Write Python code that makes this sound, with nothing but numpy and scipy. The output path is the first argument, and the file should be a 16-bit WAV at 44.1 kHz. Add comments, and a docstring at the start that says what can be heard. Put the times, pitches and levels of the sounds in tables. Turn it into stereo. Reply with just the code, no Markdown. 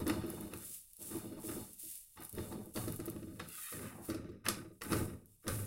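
"""A hiss of sliding dough and a low judder are heard first: a flatbread is spun on a hot iron griddle
with a wooden spatula, then lifted, flipped and pressed down. Friction noise makes the hiss and scrape,
stick-slip impulses and shoves ring the griddle's modes, and the blade drones in its own modes.
Short noise bursts make the wood's knocks on the iron and the ticks of hot fat.
A small hard kitchen answers, over a faint noise of the still room."""
import sys
import numpy as np
from scipy import signal
from scipy.fft import rfft, irfft, next_fast_len
from scipy.io import wavfile
from scipy.ndimage import map_coordinates

SR = 44100
rng = np.random.default_rng(int(sys.argv[2]) if len(sys.argv) > 2 else 0)


def master(y):
    """Save y as 16-bit WAV."""
    cut = np.clip(np.atleast_2d(y).T, -1, 1)
    pcm = np.round(cut * 32767)  # scale
    wavfile.write(sys.argv[1], SR, pcm.astype(np.int16))


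N = 249857

# Still room, noise spectrum: hz, relative_level_db
ROOM_AIR = [(25, 14), (50, 12.5), (100, 3), (300, -18.5), (600, -21.5), (1200, -19.5), (3000, -39),
            (10000, -28.5), (16000, -41)]
# Reverberation of the kitchen: hz, t60_s
KITCHEN_DECAY = [(80, 0.86), (300, 0.3), (1200, 0.22), (5000, 0.27), (10000, 0.27), (16000, 0.066)]
# Difference between the ears in the reflections: hz, gain_db; long waves reach both ears alike
EAR_DIFFERENCE = [(100, -26.0), (300, 2.0), (600, 2.5), (2000, 3.5)]
# Lean to the left: hz, gain_db (up on the left, down on the right)
LEAN = [(100, 2.6), (400, 2.3), (1000, 2.53), (4500, 1.9), (9000, 2.9), (13000, .4)]
TOP_HZ = 15900

# Spitting fat: time_s, relative_peak_db
FAT_SPITS = [(0.0784, -22.5), (0.2648, -37), (0.3016, -28), (0.409, -32.5), (0.5367, -35.5),
             (0.5736, -35.5), (0.7118, -47), (0.741, -51.5), (0.9335, -40), (0.9675, -40), (1.1695, -35.5),
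             (1.1864, -36), (1.27, -41.5), (1.732, -37.5), (1.7976, -35), (1.9759, -34), (2.2052, -41.5),
             (2.2232, -39), (2.235, -34), (2.246, -37.5), (2.2505, -31), (2.2942, -35.5), (2.3277, -35),
             (2.351, -35.5), (2.3655, -39.5), (2.6584, -40.5), (2.9228, -31.5), (2.9412, -41.5),
             (2.9612, -31.5), (3.057, -31), (3.0627, -34), (3.0997, -30.5), (3.487, -34.5), (4.318, -61.5),
             (4.8366, -33), (5.2579, -43)]
# Spectrum of fat ticks and crackle: hz, relative_level_db
FAT_SPECTRUM = [(2000, -26.5), (5000, -11.5), (7500, -10), (10000, 5), (13000, 2.5), (16000, 2)]

# Resonances of the griddle on its stove: centre_hz, width_hz, level_db
GRIDDLE_MODES = [(24.3, 27, -14), (52, 17, -29), (80.7, 7.5, -1), (107.4, 9.7, 0.5), (120, 14, -4),
                 (158.5, 8.7, 0.5), (184.4, 5.6, 3), (206.8, 11.5, 3), (259.6, 23, -1.5), (302.2, 14, -3),
                 (334.7, 17.5, -0.5), (408.4, 7.7, -5.5), (428.4, 11.9, -6.5), (512, 41.5, -8.5),
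                 (611, 21.5, -7.5), (631.4, 26, -12), (1198, 32, -26.5)]
# Group delay of the griddle's answer to a shove: hz, delay_s
SETTLING_DELAY = [(100, 0.01004), (190, 0.01805), (250, 0.0082), (320, 0.00034)]
# Resonances of the plate under hard wood: centre_hz, width_hz, level_db
PLATE_MODES = [(1132, 32, 1.5), (1247, 48, 9), (1375, 80, 1), (1511, 45, 4.5), (1648, 100, -1.5),
               (1863, 110, -1), (2163, 210, -2.5), (2510, 260, -3), (3020, 260, -9.5), (3250, 120, -9),
               (3900, 350, -6.5), (4150, 140, -7), (4770, 200, -12), (5290, 450, -10), (6200, 300, -14.5)]
# Resonances of the wooden blade: centre_hz, width_hz, level_db
BLADE_MODES = [(758.4, 47, 3), (839, 27, 0), (869, 35, 5.5), (997, 31, -0.5), (1137, 50, 1)]

# Hard contacts of wood and iron: time_s, relative_peak_db, crack_db and clack_db relative to that peak
WOOD_KNOCKS = [(0.067, -37.5, 3, -0.5), (0.079, -36.5, -6, -2), (0.0971, -24, -7, -12),
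               (0.239, -46, -11, -14), (0.5357, -33.5, -13, -15.5), (1.112, -47, -22, -17),
               (1.487, -44, -22, -12), (1.515, -42, -21.5, -8), (2.173, -44, -24, -14),
               (2.383, -34, -20, -15), (2.524, -42.5, -16, -2.5), (2.76, -42, 7.5, 4.5),
               (2.772, -34.5, -21, -4.5), (2.838, -44, -12, -21), (2.88, -42, 5, -0.5),
               (3.0, -42.5, 2.5, -4), (3.081, -40, -17, -8.5), (3.163, -46, -4, -18), (3.228, -48, -7, -16),
               (3.396, -32.5, -12, -9.5), (3.4, -32.5, -7, -14), (3.725, -38, -17, -5.5),
               (3.792, -41, -17, -9), (3.83, -42.5, -20, -9), (3.882, -47.5, -20, -6),
               (4.1, -36.5, 0, -0.5), (4.146, -41.5, 2, 1), (4.245, -51, -23.5, -6.5),
               (4.291, -55, -25, -1), (4.454, -38.5, 0.5, -19), (4.4632, -22.5, -16.5, -16.5),
               (4.485, -25, 8.5, -8), (4.4867, -30, 10.5, -7.5), (4.495, -34.5, -18, -2),
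               (4.811, -46, -22, -3.5), (4.8181, -29, -7, -15), (4.921, -30.5, 1, -7),
               (4.93, -26.5, -4, -7), (4.969, -34.5, -0.5, -4), (5.468, -37, -19, -7),
               (5.48, -28, 2.5, -5.5)]
# Spectrum of a contact's bright crack: hz, relative_level_db
CRACK_SPECTRUM = [(1500, -21), (4000, 4.5), (7000, 1.5), (9000, 7), (11000, 8), (13000, 0.5), (16000, -8)]
# Spectrum of the dull wooden clack: hz, relative_level_db
CLACK_SPECTRUM = [(250, -11.5), (480, 14), (720, -11.5), (1000, -5.5), (1400, 1.5), (2000, -18.5),
                  (3000, -16), (4500, -7.5), (7000, -14), (12000, -27.5)]
# Spectrum of the snap of the blade's edge: hz, relative_level_db
SNAP_SPECTRUM = [(500, -22), (900, -11), (1300, 3), (2100, -3), (3000, -9), (6000, -19.5), (12000, -31.5)]

# Soft shoves that rock the griddle: time_s, relative_peak_db, shudder_db relative to that peak
SOFT_SHOVES = [(0.004, -25, -18.5), (0.06, -19.5, -11.5), (0.089, -17.5, -10.5), (0.117, -27, -15),
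               (0.162, -24, -9.5), (0.234, -25.5, -9.5), (0.279, -30.5, -9.5), (0.332, -29.5, -11.5),
               (0.4, -28.5, -11.5), (0.441, -31, -11), (0.528, -29.5, -10.5), (1.005, -41, -13),
               (1.107, -32.5, -12.5), (1.148, -24.5, -9.5), (1.243, -29.5, -11.5), (1.31, -31.5, -12),
               (1.368, -32.5, -11), (1.437, -30, -13), (1.482, -29, -12), (1.516, -30.5, -10),
               (1.562, -28, -11), (1.69, -50, -11), (1.832, -45.5, -11), (1.857, -50, -10.5),
               (2.19, -41, -11.5), (2.373, -27.5, -10.5), (2.44, -37, -13), (2.523, -32, -10.5),
               (2.576, -34.5, -11.5), (2.665, -41.5, -9), (2.752, -25, -14), (2.762, -26.5, -21),
               (2.837, -33.5, -10), (2.873, -23.5, -10.5), (2.991, -24.5, -11), (3.074, -27, -10.5),
               (3.155, -31, -10), (3.22, -30.5, -11.5), (3.27, -35, -9), (3.313, -37, -11),
               (3.391, -31, -17.5), (3.732, -34, -21.5), (3.794, -41, -21), (4.086, -23.5, -9.5),
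               (4.139, -26.5, -12.5), (4.243, -33.5, -10.5), (4.285, -38, -6.5), (4.466, -26.5, -13),
               (4.494, -28.5, -16), (4.567, -35, -8.5), (4.647, -38, -10), (4.703, -41, -12.5),
               (4.742, -54, -13), (4.853, -27.5, -14.5), (4.911, -22.5, -8), (4.931, -28, -18),
               (4.959, -22.5, -8), (5.001, -24.5, -7.5), (5.074, -35.5, -8), (5.442, -39, -15.5),
               (5.46, -30, -18), (5.497, -30, -13.5)]
SHUDDER_START_HZ, SHUDDER_SAG_HZ_PER_S = 335.7, 550  # the start is scattered by a few per cent
SHUDDER_HOLD_S, SHUDDER_FADE_DB_PER_S = 0.013, 651.5
# Damping of a shove by the dough: hz, gain_db
SHOVE_CUSHION = [(70, -6.5), (190, -5.0), (330, 0), (600, -3), (1200, -1.5)]
# Tone of the plate's chatter: hz, gain_db
CHATTER_TONE = [(1400, -6.5), (4000, -5.5)]

# Weight of the hand, which drives the lowest modes: time_s, gain_db
HAND_WEIGHT = [(0, 7), (.6, 0), (1.8, -1), (2.3, 14), (2.6, 2), (2.9, 10), (3.4, 3), (3.7, -22), (3.95, -1),
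               (4.2, 0.5), (5.6, 14.5)]
# Part of the rumble that the weight changes: hz, gain_db
DEEP_PART = [(110, -7.5), (190, -26.5), (400, -54)]

# Strokes of the spatula: start_s, length_s, push_db, rub_db, drone_db (all three relative),
# easing_db_per_s (below 0 when bearing down)
SPATULA_STROKES = [(-0.03, 0.021, -33.5, -51.5, -49.5, 35.5), (0.069, 0.027, -56.5, -41.5, -42.5, 43),
                   (0.12, 0.45, -44, -55.5, -58, 14.5), (0.58, 0.13, -56.5, -61, -92, 72),
                   (0.978, 0.18, -55.5, -70, -72, -22), (1.098, 0.12, -44.5, -56.5, -56.5, 25),
                   (1.22, 0.155, -47.5, -61.5, -69, 10), (1.36, 0.069, -57, -66.5, -60.5, 9.5),
                   (1.459, 0.17, -45, -55, -59.5, 32), (1.816, 0.029, -67.5, -89, -93, 18),
                   (2.157, 0.061, -56, -57.5, -60, 12), (2.321, 0.045, -50, -60.5, -75, -59),
                   (2.358, 0.16, -43, -54.5, -58.5, 70), (2.488, 0.12, -44.5, -62, -57.5, 46),
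                   (2.609, 0.1, -53, -78, -73, 58), (2.752, 0.024, -41, -50.5, -47, 20),
                   (2.809, 0.13, -44.5, -58, -63, 24), (2.978, 0.17, -48.5, -60.5, -65, 26),
                   (3.15, 0.32, -51.5, -69.5, -80, 8), (3.385, 0.015, -45.5, -48.5, -55.5, 33),
                   (3.48, 0.21, -83, -55.5, -81, -21), (3.713, 0.15, -46, -50.5, -69, -11.5),
                   (3.9, 0.14, -50, -55.5, -61, 12), (4.074, 0.15, -39.5, -52.5, -64.5, 50),
                   (4.22, 0.15, -48, -64.5, -82, 46.5), (4.439, 0.06, -41.5, -41.5, -52.5, 7.5),
                   (4.55, 0.1, -48, -60, -68, 71), (4.808, 0.13, -49.5, -52.5, -58, 23),
                   (4.89, 0.16, -35.5, -44, -52, 41.5), (4.998, 0.17, -43, -61, -64.5, 55),
                   (5.427, 0.033, -67, -60.5, -69, 2), (5.454, 0.18, -39.5, -49, -58.5, 46)]
STROKE_ATTACK_S = 0.03
PUSH_FADE_DB_PER_S, RUB_FADE_DB_PER_S, DRAG_FADE_DB_PER_S = 166, 177, 183  # once the hand lets go
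# Damping of the push by the dough: hz, gain_db; it shapes the rumble of the modes
PUSH_CUSHION = [(560, 2.5), (720, -5.5), (1000, -13.5), (1250, 0.0), (2500, -8.5)]
# Dulling of the scrape by the oily surface: hz, gain_db
OIL_DULLING = [(1300, -0.5), (2300, -1), (3300, -2.5), (6000, -2.5)]
# Blade sliding under the bread: time_s, share of the rubbing's power that sounds in the gap (0-1),
# spacing_hz of the gap's resonances, loudest_hz of their bands
BLADE_UNDER_BREAD = [(3.45, 0.3, 722, 3800), (3.52, 0.96, 694, 3000), (3.59, 0.38, 654, 2720),
                     (3.65, 0.94, 623, 2300), (3.72, 0.83, 633, 1850), (3.77, 0.24, 600, 1850),
                     (3.81, 0, 529, 1650), (3.88, .6, 512, 1430), (3.96, 1, 385.7, 850),
                     (4.03, 1, 372, 720), (4.08, 0, 358, 700)]

# Slides of the bread over the iron: start_s, speeding_up_s, gliding_s, relative_level_db, slowing_db_per_s
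BREAD_SLIDES = [(-0.03, 0.018, 0.01, -53, 154), (0.058, 0.019, 0.025, -51.5, 100.5),
                (0.24, 0.06, 0.15, -56, 66.5), (0.481, 0.22, 0.044, -46.5, 135),
                (0.977, 0.047, 0.13, -46.5, 112), (1.39, 0.071, 0.098, -46, 63),
                (1.775, 0.023, 0.17, -47, 149), (2.17, 0.065, 0.03, -59.5, 66),
                (2.33, 0.076, 0.093, -53.5, 121.5), (2.734, 0.013, 0.048, -45.5, 57.5),
                (3.447, 0.15, 0.13, -45, 62.5), (4.0, 0.052, 0.047, -50.5, 285),
                (4.442, 0.013, 0.048, -54, 106), (4.807, 0.025, 0.059, -50.5, 105),
                (4.88, 0.038, 0.06, -44.5, 128), (5.462, 0.028, 0.11, -45.5, 105)]
GLIDE_SAG_DB_PER_S = 5
# Sizzle of the resting dough: start_s, length_s, relative_level_db
DOUGH_RESTS = [(-0.03, 3.6, -63), (4.709, 0.03, -58), (5.24, 0.096, -62.5), (5.365, 0.15, -61)]
REST_ATTACK_S, REST_FADE_DB_PER_S = 0.12, 220
# Spectrum of the sliding dough: hz, relative_level_db
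DOUGH_SPECTRUM = [(600, -42.5), (1500, -26.5), (2700, -13.5), (4300, -13), (6500, -8.5), (8200, -2.5),
                  (10300, 3), (12000, 0), (13500, -1.5), (16000, -3)]


def amp(db):
    """The decibel law: level to amplitude gain."""
    return 10 ** (np.asarray(db) / 20)


def unit(x):
    """Normalisation to rms 1."""
    return x / np.sqrt(np.mean(x ** 2) + 1e-20)


def along(points, hz):
    """Interpolation of (Hz, value) points on a logarithmic frequency axis."""
    f, v = np.transpose(points)
    return np.interp(np.log(hz + 1), np.log(f + 1), v)


def curves(rows):
    """Linear interpolation in time: one curve for each column after the time."""
    s, *cols = np.transpose(rows)
    return [np.interp(np.arange(N) / SR, s, c) for c in cols]


def wobble(rate):
    """Slow random fluctuation: a smooth curve through rate random knots per second."""
    knots = rng.standard_normal(int(N * rate / SR) + 4)
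    return map_coordinates(knots, [np.arange(N) * rate / SR])


def filtered(x, response):
    """Linear filtering: the spectrum of x times a response that is a function of frequency."""
    n = x.shape[-1]
    m = next_fast_len(n + SR // 4)
    spectrum = rfft(x, m) * response(np.fft.rfftfreq(m, 1 / SR))
    return irfft(spectrum, m)[..., :n]


def coloured(x, spectrum):
    """Spectral shaping by a smooth gain curve in dB."""
    return filtered(x, lambda hz: amp(along(spectrum, hz)))


def ring(modes):
    """Modal superposition: the impulse response of damped resonances with alternating sign."""
    def body(f):
        total = 0
        for k, (centre, width, db) in enumerate(modes):
            damping = 1j * f * width
            total = total + (-1) ** k * amp(db) * damping / (centre ** 2 - f ** 2 + damping)
        return total
    return filtered(signal.unit_impulse(SR // 4), body)


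def through(x, answer):
    """Convolution: a force excites a ringing body."""
    return signal.fftconvolve(x, answer)[:len(x)]


def grains(rate, spread_db):
    """Stick-slip friction as a random train of impulses of very unequal size, rms 1."""
    chance, size = rng.random(N), rng.standard_normal((2, N))
    slips = (chance < rate / SR) * np.sign(size[0])
    return unit(slips * amp(spread_db * size[1]))


def burst(t60):
    """A contact as a cluster of micro-impacts: noise that builds up quickly and decays exponentially."""
    t = np.arange(SR // 4) / SR
    return rng.standard_normal(len(t)) * amp(-60 * t / t60) * (1 - np.exp(-t / 0.00024))


def crack(t60):
    """A dry snap: keeping only the phase of a burst makes all frequencies about equally strong."""
    even = irfft(np.exp(1j * np.angle(rfft(burst(t60)))))
    return even[:SR // 20]


def spread(make, width):
    """Partial coherence of a wide source: a shared signal plus each ear's own, rms 1."""
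    shared = make()
    return unit(np.array([shared + width * make(), shared + width * make()]))


def add(track, s, db, sound):
    """Superposition: a sound is placed at time s, scaled to a peak of db."""
    part = track[..., max(round(s * SR), 0):][..., :sound.shape[-1]]
    part += amp(db) * sound[..., :part.shape[-1]] / np.abs(sound).max()


def gesture(start, attack, length, sag, fade):
    """Envelope of a motion: a rise, a sag after it and a fade from start + length; slopes in dB per s."""
    t = np.maximum(np.arange(N) / SR - start, 0)
    loss_db = sag * np.clip(t - attack, 0, length) + fade * np.maximum(t - length, 0)
    return np.minimum(t / attack, 1) * amp(-loss_db)


def effort(fade, axis):
    """Power sum of all strokes as one gain; axis picks the push (0), the rub (1) or the drone (2)."""
    power = 0
    for s, length, *levels, easing in SPATULA_STROKES:
        gain = amp(levels[axis]) * gesture(s, STROKE_ATTACK_S, length, easing, fade)
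        power = power + gain ** 2
    return np.sqrt(power)


def still_room(level_db):
    """Diffuse background: shaped noise, partly common to both ears."""
    air = rng.standard_normal(N) + 0.61 * rng.standard_normal((2, N))
    return amp(level_db) * unit(coloured(air, ROOM_AIR))


def kitchen(x, early_db, tail_db):
    """Room response: direct sound, early scatter from stove and near walls, and a decaying tail."""
    hz, t, z = signal.stft(rng.standard_normal((2, SR * 2 // 3)), SR, nperseg=256)
    decay = amp(-60 * t / along(KITCHEN_DECAY, hz)[:, None])
    tail = signal.istft(z * decay, SR, nperseg=256)[1]
    t = np.arange(tail.shape[1]) / SR
    early = rng.standard_normal(tail.shape) * amp(-60 * t / 0.013) * (t > .001)
    walls = amp(early_db) * early / np.linalg.norm(early[0])
    walls += amp(tail_db) * tail / np.linalg.norm(tail[0])
    mid = (walls[0] + walls[1]) / np.sqrt(2)
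    side = coloured((walls[0] - walls[1]) / np.sqrt(2), EAR_DIFFERENCE)
    walls = np.array([mid + side, mid - side]) / np.sqrt(2)
    return x + signal.fftconvolve(np.atleast_2d(x), walls, axes=1)[:, :N]


def spits(level_db):
    """Impulsive radiation: fat droplets burst in very short ticks, some brighter than others."""
    out = np.zeros((2, N))
    for s, db in FAT_SPITS:
        tilt = [(5000, 0.00065), (14000, 3 * rng.standard_normal())]  # (Hz, dB)
        tick = spread(lambda: coloured(coloured(crack(t60=0.007), FAT_SPECTRUM), tilt), width=1.0)
        add(out, s, db + level_db, tick)
    return out


def knocks(plate_db, snap_db, crack_db, scuff):
    """Impact excitation: edge snap, dull wooden clack, brief ring of the plate and bright crack."""
    out, plate = np.zeros((2, N)), ring(PLATE_MODES)
    for s, db, treble_db, wood_db in WOOD_KNOCKS:
        blow = scuff * burst(t60=0.011)
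        blow[0] += 1

        def plate_ring():
            uneven = 1 + 0.5 * rng.standard_normal(len(blow))
            return through(blow * uneven, plate)

        snap = spread(lambda: coloured(crack(t60=0.0085), SNAP_SPECTRUM), width=1.0)
        bright = spread(lambda: coloured(crack(t60=0.011), CRACK_SPECTRUM), width=0.69)
        add(out, s, db + snap_db, snap)
        add(out, s, db + wood_db, coloured(burst(t60=0.055), CLACK_SPECTRUM))
        add(out, s, db + plate_db, spread(plate_ring, width=0.8))
        add(out, s, db + treble_db + crack_db, bright)
    return out


def shudder():
    """Stick-slip oscillation of the blade: a short woody note of sinking pitch."""
    t = np.arange(SR // 4) / SR
    hz = SHUDDER_START_HZ * np.exp(0.027 * rng.standard_normal()) - SHUDDER_SAG_HZ_PER_S * t
    fade_db = SHUDDER_FADE_DB_PER_S * np.maximum(t - SHUDDER_HOLD_S, 0)
    return np.sin(2 * np.pi * np.cumsum(hz) / SR) * amp(-fade_db)


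def shoves(level_db, drag, rattle_db):
    """Transient forcing: a push and a short drag ring the griddle; the plate chatters as it rocks back."""
    out, chatter, plate = np.zeros(N), np.zeros(N), ring(PLATE_MODES)

    def settling(hz):
        # phase is the integral of the group delay: low modes answer later
        return np.exp(-2j * np.pi * np.cumsum(along(SETTLING_DELAY, hz)) * hz[1])

    iron = coloured(filtered(ring(GRIDDLE_MODES), settling), SHOVE_CUSHION)
    for s, db, shudder_db in SOFT_SHOVES:
        force = drag * burst(t60=0.075)
        force[0] += 1
        add(out, s, db + level_db, through(force, iron))
        add(out, s + 0.002, db + shudder_db, shudder())
        add(chatter, s + 0.01, db + rattle_db, through(burst(t60=0.028), plate))
    return out + coloured(chatter, CHATTER_TONE)


def pushing(level_db, judder_db):
    """Stick-slip excitation: the spatula catches on the dough and the griddle's modes rumble."""
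    force = grains(rate=900, spread_db=-1.0) * amp(judder_db * wobble(40))
    rumble = unit(coloured(through(force, ring(GRIDDLE_MODES)), PUSH_CUSHION))
    return amp(level_db) * effort(PUSH_FADE_DB_PER_S, axis=0) * rumble


def stove(rumble):
    """Load-dependent response: the deepest part of the rumble follows the weight of the hand."""
    weight_db, = curves(HAND_WEIGHT)
    return rumble + (amp(weight_db) - 1) * coloured(rumble, DEEP_PART)


def dragging(level_db):
    """Friction-driven bending: the dragged blade drones in its modes."""
    drone = spread(lambda: through(grains(rate=760, spread_db=5.5), ring(BLADE_MODES)), width=0.82)
    return amp(level_db) * effort(DRAG_FADE_DB_PER_S, axis=2) * drone


def gap(gap_hz, loudest_hz, width_hz, skirt_db, jitter):
    """Cavity resonance: scraping noise sings in the wedge of blade and iron, lower as the blade goes deeper."""
    out = np.zeros(N)
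    for k in range(2, 8):
        # each resonance wanders as the dough flexes
        phase = 2 * np.pi * np.cumsum(k * gap_hz * (1 + jitter * wobble(55))) / SR
        octaves_off = np.abs(np.log2(k * gap_hz / loudest_hz))
        out += amp(-skirt_db * octaves_off) * wobble(width_hz) * np.cos(phase)
    return unit(out)


def rubbing(level_db, gap_db, catch_db):
    """Granular friction of wood and crust on iron; under the bread the scrape turns hollow."""
    share, gap_hz, loudest_hz = curves(BLADE_UNDER_BREAD)
    catch = amp(catch_db * wobble(60))

    def scrape():
        force = grains(rate=1000, spread_db=3.5) * catch
        return coloured(through(force, ring(PLATE_MODES)), OIL_DULLING)

    plate = spread(scrape, width=0.99)
    hollow = spread(lambda: gap(gap_hz, loudest_hz, width_hz=300, skirt_db=9, jitter=0.016), width=0.59)
    hollow = amp(gap_db) * unit(hollow * amp(1.0 * wobble(140)))
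    blend = np.sqrt(1 - share) * plate + np.sqrt(share) * hollow
    return amp(level_db) * effort(RUB_FADE_DB_PER_S, axis=1) * blend


def searing():
    """Power sum of motion and rest: the hiss swells with each slide, over a quiet sizzle at rest."""
    moving = [amp(db) * gesture(s, rise, rise + glide, GLIDE_SAG_DB_PER_S, fade)
              for s, rise, glide, db, fade in BREAD_SLIDES]
    still = [amp(db) * gesture(s, REST_ATTACK_S, length, 0, REST_FADE_DB_PER_S)
             for s, length, db in DOUGH_RESTS]
    return np.linalg.norm(moving + still, axis=0)


def sliding(level_db, flutter_db, crackle_db):
    """Dense random impulses: moist dough hisses and crackles where it is dragged over hot iron."""
    fizz = spread(lambda: coloured(grains(rate=13000, spread_db=7.0), DOUGH_SPECTRUM), width=3.6)
    crackle = spread(lambda: coloured(grains(rate=130, spread_db=0.5), FAT_SPECTRUM), width=0.55)
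    flutter = amp(level_db + flutter_db * wobble(45))
    return searing() * flutter * (fizz + amp(crackle_db) * crackle)


def scene():
    """Superposition of all sources on the griddle, a little to the left, in the still room."""
    low = pushing(level_db=-3.0, judder_db=2.0) + shoves(level_db=-11.0, drag=0.06, rattle_db=-21.5)
    friction = rubbing(level_db=-4.0, gap_db=-2.0, catch_db=4.2) + dragging(level_db=-2.5)
    friction += sliding(level_db=-0.06, flutter_db=0.9, crackle_db=-25.0)
    contacts = knocks(plate_db=-9.5, snap_db=-4.0, crack_db=0, scuff=0.3)
    sound = kitchen(stove(low), early_db=-18, tail_db=-14)
    sound += kitchen(friction, early_db=-12, tail_db=-7)
    sound += kitchen(contacts, early_db=-7, tail_db=-3.5)
    sound += kitchen(spits(level_db=3.0), early_db=-6.5, tail_db=-6)
    sound = filtered(sound, lambda hz: amp(np.outer([1, -1], along(LEAN, hz))))
    return sound + still_room(level_db=-74.0)


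def record(dry):
    """Band limitation: nothing at or above the top frequency passes."""
    return filtered(dry, lambda hz: hz < TOP_HZ)


dry = scene()
out = record(dry)
master(out)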